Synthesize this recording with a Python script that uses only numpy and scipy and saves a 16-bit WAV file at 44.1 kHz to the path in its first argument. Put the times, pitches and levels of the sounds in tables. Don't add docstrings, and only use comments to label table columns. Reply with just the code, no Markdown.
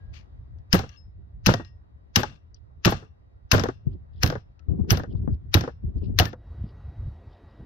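import sys
import numpy as np
from scipy import signal
from scipy.fft import rfft, irfft, next_fast_len
from scipy.io import wavfile
from scipy.ndimage import uniform_filter1d, map_coordinates

SR = 44100
rng = np.random.default_rng(int(sys.argv[2]) if len(sys.argv) > 2 else 0)


def waveform_to_disk(signal):
    frames = np.transpose(np.atleast_2d(signal))
    scaled = np.clip(frames, -1, 1) * 32767
    samples = np.round(scaled).astype(np.int16)
    wavfile.write(sys.argv[1], SR, samples)


def voltage_ratio(level):
    return 10 ** (np.asarray(level, float) / 20)


N = 337365
TIME = np.arange(N) / SR
STEP = np.arange(0, N, 32) / SR
CLOSE_S, MONO_S = 3.76, 6.345

# frequency in Hz, level in dB per Hz.
CRACK = [(530, -40.5), (900, -4), (1710, 4), (2200, -1.5), (2690, 0), (3590, -5), (5290, -1.5),
         (6450, -6.5), (7800, -31), (10100, -60), (17200, -120)]
# frequency in Hz, level in dB per Hz.
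CRUNCH = [(710, -34), (1200, -5), (1710, -7), (2340, -8.5), (2770, -8), (5570, -15), (7800, -27),
          (10100, -58.5), (17200, -120)]
# frequency in Hz, level in dB per Hz.
AIR = [(6500, -59), (7600, -17), (9000, -10.5), (10700, -9.5), (11900, 1.5), (13000, 0), (15600, -6.5),
       (16100, -38)]
# frequency in Hz, level in dB per Hz.
WOOD = [(130, -27), (220, -6.5), (806, -11.5), (899, -14.5), (1540, -14), (1720, -16.5), (1900, -22),
        (2470, -47), (4180, -120)]
# frequency in Hz, level in dB per Hz.
TABLE = [(45, -10), (100, 3.5), (190, -6), (280, -13.5), (500, -62)]
# frequency in Hz, likeness as a ratio.
ALIKE = [(100, 1), (500, 0.67), (1000, -0.22), (2500, -0.54), (5000, 0.13), (12000, -2.3)]
# frequency in Hz, left minus right in dB.
WIDE = [(60, -9.5), (150, 0.5), (380, 3.5), (950, 4.5), (2380, 7.5), (5980, 14), (15000, 10.5)]
# frequency in Hz, left minus right in dB.
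CLOSE = [(60, 0), (150, -5.5), (380, 4.5), (950, 1), (2380, 8), (5980, 11.5), (15000, -9)]


def chops():
    crack, pings = contacts()
    knock, knock_tones = knocks()
    crunch_db, steel_db, table_db = rattle()
    close = TIME > CLOSE_S
    grit = voltage_ratio(crunch_db + wobble(500)[0] + 0.79 * wobble(70)[0] - 3.5)
    dry = pings + knock_tones
    dry += coloured(crack * pair(ALIKE), CRACK) + coloured(grit * pair(ALIKE), CRUNCH)

    dulling_db = 0.6 * (crunch_db + 34) - 4 - 2.5 * np.maximum(-46 - crunch_db, 0)
    treble = 3 * crack ** 1.393 + grit * voltage_ratio(dulling_db + 8.4 * wobble(40)[0])
    dry += voltage_ratio(np.where(close, -13, -19)) * coloured(treble * pair([(9000, 0.3)]), AIR)

    over_grit_db = steel_db - crunch_db - 0.38 * np.maximum(steel_db + 61, 0) + 17
    over_grit_db = over_grit_db - 8.5 * (TIME > CLOSE_S - 0.3)
    dry += filtered(grit * voltage_ratio(over_grit_db) * pair(ALIKE), blade)

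    wood_rattle = voltage_ratio(crunch_db + 1.9 * wobble(98)[0] - 2)
    dry += coloured((knock + voltage_ratio(-15.5) * crack + wood_rattle) * pair(ALIKE), WOOD)
    dry += voltage_ratio(table_db - 3) * coloured(pair(ALIKE), TABLE)
    return tilted(dry * (TIME < CLOSE_S), WIDE) + tilted(dry * (TIME >= CLOSE_S), CLOSE)


def tilted(x, tilt):
    return filtered(x, lambda hz: voltage_ratio(np.outer([0.5, -0.5], along(tilt, hz))))


# edge contact in seconds, edge level in dB, edge ping in Hz, bone delay in seconds, bone level in dB.
CUT = [
    (.7285, -5, 5170, 0.0051, -22),
    (1.4613, -6.5, 2685, 0.0045, -14),
    (2.158, -6.5, 5585, 0.0027, -6),
    (2.8491, -5.5, 2730, 0.0049, -10),
    (3.5148, -6.5, 5160, .003, -8),
    (4.2328, -6, 5530, 0.0066, -29.5),
    (4.9054, -5, 5660, .0062, -19),
    (5.5415, -2.5, 3830, .0056, -17.5),
    (6.1881, -2.5, 4110, 0.0094, -8),
]
# start in seconds, peak level in dB, ping in Hz.
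TICK = [
    (.5854, -66, 1482),
    (.8918, -42.5, 5700),
    (1.4654, -11.5, 5180),
    (1.6482, -48, 4000),
    (2.359, -61.5, 2460),
    (3.5962, -21, 5480),
    (4.262, -20, 5320),
    (4.2744, -24, 1770),
    (4.593, -57.5, 2610),
]


def contacts():
    crack, pings = np.zeros((2, N)), np.zeros((2, N))
    t = np.arange(SR // 8) / SR
    hits = [(s, db, hz, 0.026) for s, db, hz, *_ in CUT]
    hits += [(s + late, db, 2800, 0.038) for s, *_, late, db in CUT]
    hits += [(s, db - 5.5, hz, 0.026) for s, db, *_ in REBOUND for hz in (1696, 3525)]
    hits += [(*row, 0.03) for row in TICK]
    for s, db, hz, t60 in hits:
        side = lean(-0.2 * (db + 5.5))
        add(crack, s, voltage_ratio(db - 8 - 60 * t / t60) * side)
        ring = np.sin(2 * np.pi * hz * t + [[0], [1.1]]) * (1 - np.exp(-t / 0.00033))
        add(pings, s, voltage_ratio(db - 60 * t / 0.0089) * side * ring)
    slide = t[:1400]
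    for s, *_ in THUMP:
        add(crack, s - 0.04, voltage_ratio(-87 + 32 * slide / 0.02 + 9 * (s > CLOSE_S))[None])
    return crack, pings


# start in seconds, peak level in dB, pitch in Hz.
KNOCK = [(.743, -9, 374), (.749, -14.5, 347), (.834, -34, 458), (1.484, -18.5, 284.5), (1.489, -3.5, 526),
         (1.509, -21.5, 290), (1.597, -27.5, 334), (2.163, -16, 1180), (2.19, -22.5, 366),
         (2.853, -18, 1273), (2.874, -3, 322.5), (3.024, -42.5, 435), (3.525, -17, 1040), (3.538, -12, 685),
         (3.545, -7.5, 317), (3.597, -22.5, 279), (3.654, -19.5, 506), (4.235, -16.5, 322),
         (4.259, -26, 279), (4.593, -60.5, 1327), (4.914, -27, 283.6), (4.928, -18.5, 342),
         (5.277, -42.5, 610), (5.549, -9, 326), (5.568, -17, 283), (6.199, -8.5, 724),
         (6.219, -15.5, 305.5)]
# start in seconds, click level in dB, knock level in dB, knock in Hz.
REBOUND = [(.791, -24.5, -20.5, 776), (1.5384, -18, -12, 680), (2.2323, -22.5, -16, 840),
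           (2.9223, -26.5, -16.5, 818), (3.58, -26, -15, 281), (3.6366, -22, -13.5, 451),
           (3.686, -39, -18.5, 374.5), (4.3, -24.5, -21, 278), (4.3224, -41, -22.5, 494),
           (4.3533, -45, -22, 428), (4.972, -24.5, -26, 507), (4.9955, -41, -22.5, 287),
           (5.034, -46, -29, 467), (5.6088, -23.5, -31, 334), (5.6373, -41, -21.5, 283),
           (5.676, -45, -20.5, 469), (6.2547, -23, -33, 301), (6.33, -46.5, -30.5, 501)]


def knocks():
    knock, tones = np.zeros((2, N)), np.zeros((2, N))
    t = np.arange(SR // 8) / SR
    for s, db, hz in KNOCK + [(s, db, hz) for s, _, db, hz in REBOUND]:
        t60 = 0.058 - 0.0018 * (db + 20)
        fall = voltage_ratio(db - 60 * t / t60) * (1 - np.exp(-t / 0.0012))
        add(knock, s, voltage_ratio(-5) * fall[None])
        add(tones, s, fall * np.sin(2 * np.pi * hz * t - [[0], [1.1]]) * voltage_ratio(-2.5))
    return knock, tones


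# crunch in dB, table in dB, crunch fall by 60 dB in seconds, seconds until it lies still.
RATTLE = [
    (-25, -17.5, 0.24, 0.14),
    (-23.5, -14.5, .26, 0.14),
    (-26, -21, .27, .2),
    (-23, -16.5, .26, .19),
    (-25.5, -14, 0.38, .165),
    (-31.5, -17.5, 0.31, 0.14),
    (-28, -15, 0.23, .13),
    (-31, -17.5, 0.32, .13),
    (-26.5, -17.5, 0.22, 0.12),
]


def rattle():
    start = np.array(THUMP)[:, :1] + 0.003
    crunch, table, t60, still = np.array(RATTLE).T[..., None]
    settle = 398.5 * np.maximum(STEP - start - still, 0)
    steel_db = crunch - 900 * np.maximum(STEP - MONO_S, 0)
    fall = 60 / t60
    return [held_db(start, 0, steel_db - 0.43 * settle, 15000, fall),
            held_db(start, 0, steel_db, 15000, fall),
            held_db(start, 0, table - settle, 15000, 0.72 * fall)]


# start in seconds, pitch in Hz, level in dB, hold in seconds,
# lean to the left in dB.
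THUMP = [
    (0.7358, 115, -11.5, 0.012, -1.5),
    (1.47, 119.8, -12, 0.034, -0.5),
    (2.1695, 115, -17, .013, -1.5),
    (2.8584, 115.8, -13, 0.026, -2.5),
    (3.5287, 113.7, -17, .035, -0.7),
    (4.239, 104, -16.5, .015, -10),
    (4.9143, 109.6, -12, 0.016, -9.5),
    (5.552, 95.3, -11.5, .029, -3.5),
    (6.202, 99, -8, .0069, 0),
]


def block():
    out, t = np.zeros((2, N)), np.arange(SR // 5) / SR
    for s, hz, db, held, left_db in THUMP:
        upper_db = 1.5 if s < CLOSE_S else -13.5
        fall = voltage_ratio(db - 230 * t - 60 * np.maximum(t - held, 0) / 0.09) * (1 - np.exp(-t / 0.0012))
        upper = voltage_ratio(upper_db) * np.sin(2 * np.pi * 1.55 * hz * t)
        swing = fall * (np.sin(2 * np.pi * hz * t) + upper)
        add(out, s, lean(left_db) * [swing, np.interp(t - 0.0005, t, swing)])
    return out


# start in seconds, pitch in Hz, level in dB,
# fall by 60 dB in seconds, rise in seconds.
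RING = [(0, 1640, -71.5, 0.94, .001), (.968, 5170, -53.5, 0.21, 0.0056), (1.545, 1880, -50, 0.37, 0.0063),
        (1.645, 5180, -59, 0.22, 0.0085), (2.5443, 4780, -49.5, 0.021, 0.00046),
        (2.545, 5860, -49, 0.017, 0.00031), (3.735, 5090, -73, 0.22, 0.008), (4.315, 5150, -63, 0.29, .003),
        (5.625, 5230, -62, .3, .0023), (6.265, 1770, -34.5, 0.074, 0.0039), (6.295, 5240, -62, 0.098, .003)]
# start in seconds, hold in seconds, hiss in dB, steel in dB.
SCRAPE = [
    (0.139, 0.042, -54.5, -47),
    (.9, 0.048, -66.5, -45),
    (1.652, 0.022, -70, -53),
]
# frequency in Hz, level in dB per Hz.
SCRAPE_TONE = [(410, -40), (700, -17), (2550, -2), (3540, -11.5), (4570, -7), (6520, -15), (8000, -33),
               (10400, -62.5), (17600, -120)]


def steel():
    out, t = np.zeros((2, N)), np.arange(SR // 2) / SR
    for s, hz, db, t60, rise in RING:
        fall = voltage_ratio(db - 60 * t / t60) * (1 - np.exp(-t / rise))
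        add(out, s, lean(18) * fall * np.sin(2 * np.pi * hz * t))
    first = round(0.3 * SR)
    out[:, :first] *= np.clip((0.145 - TIME[:first]) / 0.016, 0, 1)
    s, held, hiss_db, steel_db = np.array(SCRAPE).T[..., None]
    grain = voltage_ratio(1.5 * wobble(300)[0]) * pair(ALIKE)
    hiss = voltage_ratio(held_db(s, held, hiss_db, 1900, 400)) * grain
    rub = voltage_ratio(held_db(s, held, steel_db, 1900, 400)) * grain
    scrape = coloured(hiss, SCRAPE_TONE) + filtered(rub, blade) + voltage_ratio(-28.5) * coloured(hiss, AIR)
    return out + lean(11) * scrape


# frequency in Hz, width in Hz, level in dB.
BLADE = [(1180, 32, 2), (1640, 33, 2.5), (2727, 74, 4), (3530, 28, -3.5), (4160, 44, -7.5),
         (5670, 160, -9.5)]


def blade(f):
    total = 0
    for k, (centre, width, db) in enumerate(BLADE):
        damping = 1j * f * width
        total = total + (-1) ** k * voltage_ratio(db) * damping / (centre * centre - f * f + damping)
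    return total


# start in seconds, pitch in Hz, level in dB, length in seconds.
RUSTLE = [(2.565, 5300, -70, 0.019), (3.93, 3080, -71, 0.021), (4.174, 3400, -69, 0.033),
          (5.113, 3230, -66, 0.019), (5.169, 3640, -71, 0.016), (5.34, 4920, -67, 0.0093),
          (5.983, 4700, -70, 0.0091), (6.046, 2840, -63, 0.027), (6.685, 4850, -67.5, .025),
          (7.341, 3300, -70, 0.039), (7.505, 4640, -73.5, .02)]


def rustle():
    out, haze, rough = np.zeros((1, N)), np.zeros((1, N)), wobble(400)
    t = np.arange(-0.12, 0.12, 1 / SR)
    for s, hz, db, length in RUSTLE:
        puff = voltage_ratio(db) * np.exp(-(t[None] / length) ** 2)
        phase = 2 * np.pi * hz * t + 2.2 * np.interp(s + t, TIME, rough[1])
        add(out, s + t[0], voltage_ratio(-4) * puff * np.sin(phase))
        add(haze, s + t[0], voltage_ratio(-5.5) * puff)
    cloth = haze * voltage_ratio(4 * wobble(150)[0]) * pair(ALIKE)
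    cloth = coloured(cloth, [(1500, -50), (2800, -2), (5200, -3), (6500, -50)])
    return lean(7.9) * (out * rough[0] + cloth)


# frequency in Hz, level in dB per Hz.
RUMBLE = [(11, -45), (18, -24.5), (45, 0), (72, 5.5), (110, -1.5), (150, -13), (220, -26.5), (400, -54.5),
          (1500, -130)]
# frequency in Hz, level in dB per Hz.
FLUTTER = [(100, -24), (170, -0.5), (322, -12.5), (379, -10), (434, -20), (1500, -59.5), (1950, -87.5),
           (3300, -120)]
# start in seconds, level in dB, pitch in Hz, snap relative to the slap in dB.
GUST = [(3.869, -25, 137.2, -31), (4.685, -28, 87, -31), (4.714, -28.5, 111.7, -25),
        (4.751, -40.5, 137, -8.5), (4.81, -26, 97.5, -10), (4.845, -42, 150, 8), (5.152, -31, 116, -5),
        (5.276, -29.5, 212.5, 12), (5.283, -28.5, 171, 1), (5.321, -28, 108.3, -25),
        (5.84, -32.5, 156, -25), (6.64, -33, 165, -25)]


def wind():
    rumble_db, flutter_db = gusts()
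    lumps = voltage_ratio(2.5 * wobble(7.5) + 3.1 * wobble(25)[0])
    out = voltage_ratio(rumble_db + 1.5) * unit(lumps * coloured(pair([(60, 0.6)]), RUMBLE))
    grains = voltage_ratio(5.5 * wobble(50)[0]) * pair([(300, -0.4)])
    out += voltage_ratio(flutter_db + 1.5) * lean(7) * unit(coloured(grains, FLUTTER))
    t = np.arange(SR // 10) / SR
    soft = np.blackman(64)
    for s, db, hz, snap_db in GUST:
        push = np.e * 3.8 * hz * t * np.exp(-1.8 * hz * t)
        slap = np.sin(2 * np.pi * hz * t * (1 - 4 * t)) * push
        noise = unit(np.convolve(rng.standard_normal(len(t)), soft, "same"))
        snap = voltage_ratio(snap_db - 60 * t / 0.014) * (1 - np.exp(-t / 0.0029)) * noise
        add(out, s, voltage_ratio(db + 5.5) * np.array([[1.6], [-0.35]]) * (slap + snap))
    return out


# time in seconds, strength in dB.
WIND = [(0, -47.5), (.5, -42), (.64, -50), (.95, -47.5), (1.42, -43), (2.1, -53), (2.8, -49), (3.45, -53),
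        (4.05, -46), (4.62, -52.5), (5.79, -46), (6.38, -42), (6.9, -43), (7.33, -49.5), (7.65, -54)]
# start in seconds, hold in seconds, rumble in dB, flutter relative to it in dB.
SWELL = [(3.865, 0.094, -33, -11), (4.152, 0.082, -36.5, -14.5), (4.69, 0.21, -34, 0), (4.9, 0.11, -37, -2),
         (5.08, 0.15, -36.5, -1.5), (5.22, 0.12, -29.5, -10), (5.38, 0.12, -34, -22),
         (5.84, .06, -32.5, -10), (5.96, .22, -27, -8.5), (6.59, 0.044, -32, -32), (6.64, 0.012, -33, -8.5),
         (6.97, 0.06, -29, -26.5), (7.06, 0.03, -23, -38.5), (7.6, .03, -42, -0.5)]


def gusts():
    breeze_db = curve(WIND)
    s, held, db, flutter_db = np.array(SWELL).T[..., None]
    rumble_swell = held_db(s, held, db, 1200, 300)
    flutter_swell = held_db(s, held, db + flutter_db, 1200, 300)
    return np.maximum(breeze_db, rumble_swell), np.maximum(breeze_db - 22.5, flutter_swell)


# time in seconds, level in dB.
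YARD = [(0, -71.5), (1.1, -77.5), (4, -76.5), (6.34, -76), (6.37, -69.5), (6.53, -62.5), (7.65, -62)]
# frequency in Hz, level in dB per Hz.
HUSH = [(120, -28.5), (200, -10), (366, -13), (683, -16.5), (1420, -26), (1980, -30.5), (2290, -35.5),
        (4860, -43), (8270, -61.5), (12200, -61), (16000, -74.5)]
# frequency in Hz, level in dB.
HUM = [
    (694.4, -75.5),
    (1179, -84),
    (1922, -78.5),
    (3844, -84.5),
]


def yard():
    hush_db = curve(YARD)
    z = signal.stft(pair([(500, -0.57)]), nperseg=512)[2]
    patches = uniform_filter1d(rng.standard_normal(z.shape[1:]), size=5, axis=0)
    patches = uniform_filter1d(patches, size=12, axis=1)
    hush = signal.istft(z * voltage_ratio(1.6 * unit(patches)), nperseg=512)[1][:, :N]
    motor = np.zeros(N)
    for hz, db in HUM:
        level = voltage_ratio(db + 2 + 1.3 * wobble(7.9)[0])
        motor += level * np.sin(2 * np.pi * hz * TIME + wobble(31)[0])
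    return voltage_ratio(hush_db + 11) * unit(coloured(hush, HUSH)) + voltage_ratio(hush_db + 64.5) * motor


def unit(x):
    return x / np.sqrt(np.mean(x ** 2) + 1e-20)


def along(points, hz):
    f, v = np.transpose(points)
    return np.interp(np.log(hz + 1), np.log(f + 1), v)


def curve(rows):
    return np.interp(TIME, *np.transpose(rows))


def held_db(s, held, db, rise, fall):
    level = db - rise * np.maximum(s - STEP, 0) - fall * np.maximum(STEP - s - held, 0)
    return np.interp(TIME, STEP, np.maximum(level.max(axis=0), -120))


def wobble(rate):
    coarse = TIME[::8]
    curves = []
    for _ in "lr":
        knots = rng.standard_normal(int(N * rate / SR) + 4)
        curves.append(np.interp(TIME, coarse, map_coordinates(knots, [coarse * rate])))
    return np.array(curves)


def filtered(x, response):
    m = next_fast_len(N + 8192, True)
    return irfft(rfft(x, m) * response(np.fft.rfftfreq(m, 1 / SR)), m)[..., :N]


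def coloured(x, spectrum):
    gain = voltage_ratio(along(spectrum, np.fft.rfftfreq(4096, 1 / SR)))
    cepstrum = irfft(np.log(gain + 1e-6))
    cepstrum[1:2048] *= 2
    cepstrum[2049:] = 0
    h = irfft(np.exp(rfft(cepstrum)))
    return signal.oaconvolve(x, h[None] / np.linalg.norm(h), axes=1)[:, :N]


def pair(alike):
    def mid_side(hz):
        turn = np.arccos(np.clip(along(alike, hz), -1, 1)) / 2
        return np.array([np.cos(turn), np.sin(turn)])
    mid, side = filtered(rng.standard_normal((2, N)), mid_side)
    return np.array([mid + side, mid - side])


def lean(db):
    return voltage_ratio(np.array([[db / 2], [-db / 2]]))


def add(track, s, sound):
    part = track[:, max(round(s * SR), 0):][:, :sound.shape[1]]
    part += sound[:, :part.shape[1]]


def scene():
    both = chops() + block() + steel() + rustle() + wind() + yard()
    return np.where(TIME > MONO_S, both.mean(axis=0), both)


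def roll_off(x):
    return signal.sosfilt(signal.butter(12, 16810, fs=SR, output="sos"), x)


def record(dry):
    held = dry / (1 + np.abs(dry) ** 6) ** (1 / 6)
    limit = [(15900, 0), (16300, -14), (16800, -30), (17000, -90)]  # Hz, dB
    mix = filtered(held, lambda hz: voltage_ratio(along(limit, hz)))
    return roll_off(mix)


dry = scene()
out = record(dry)
waveform_to_disk(out)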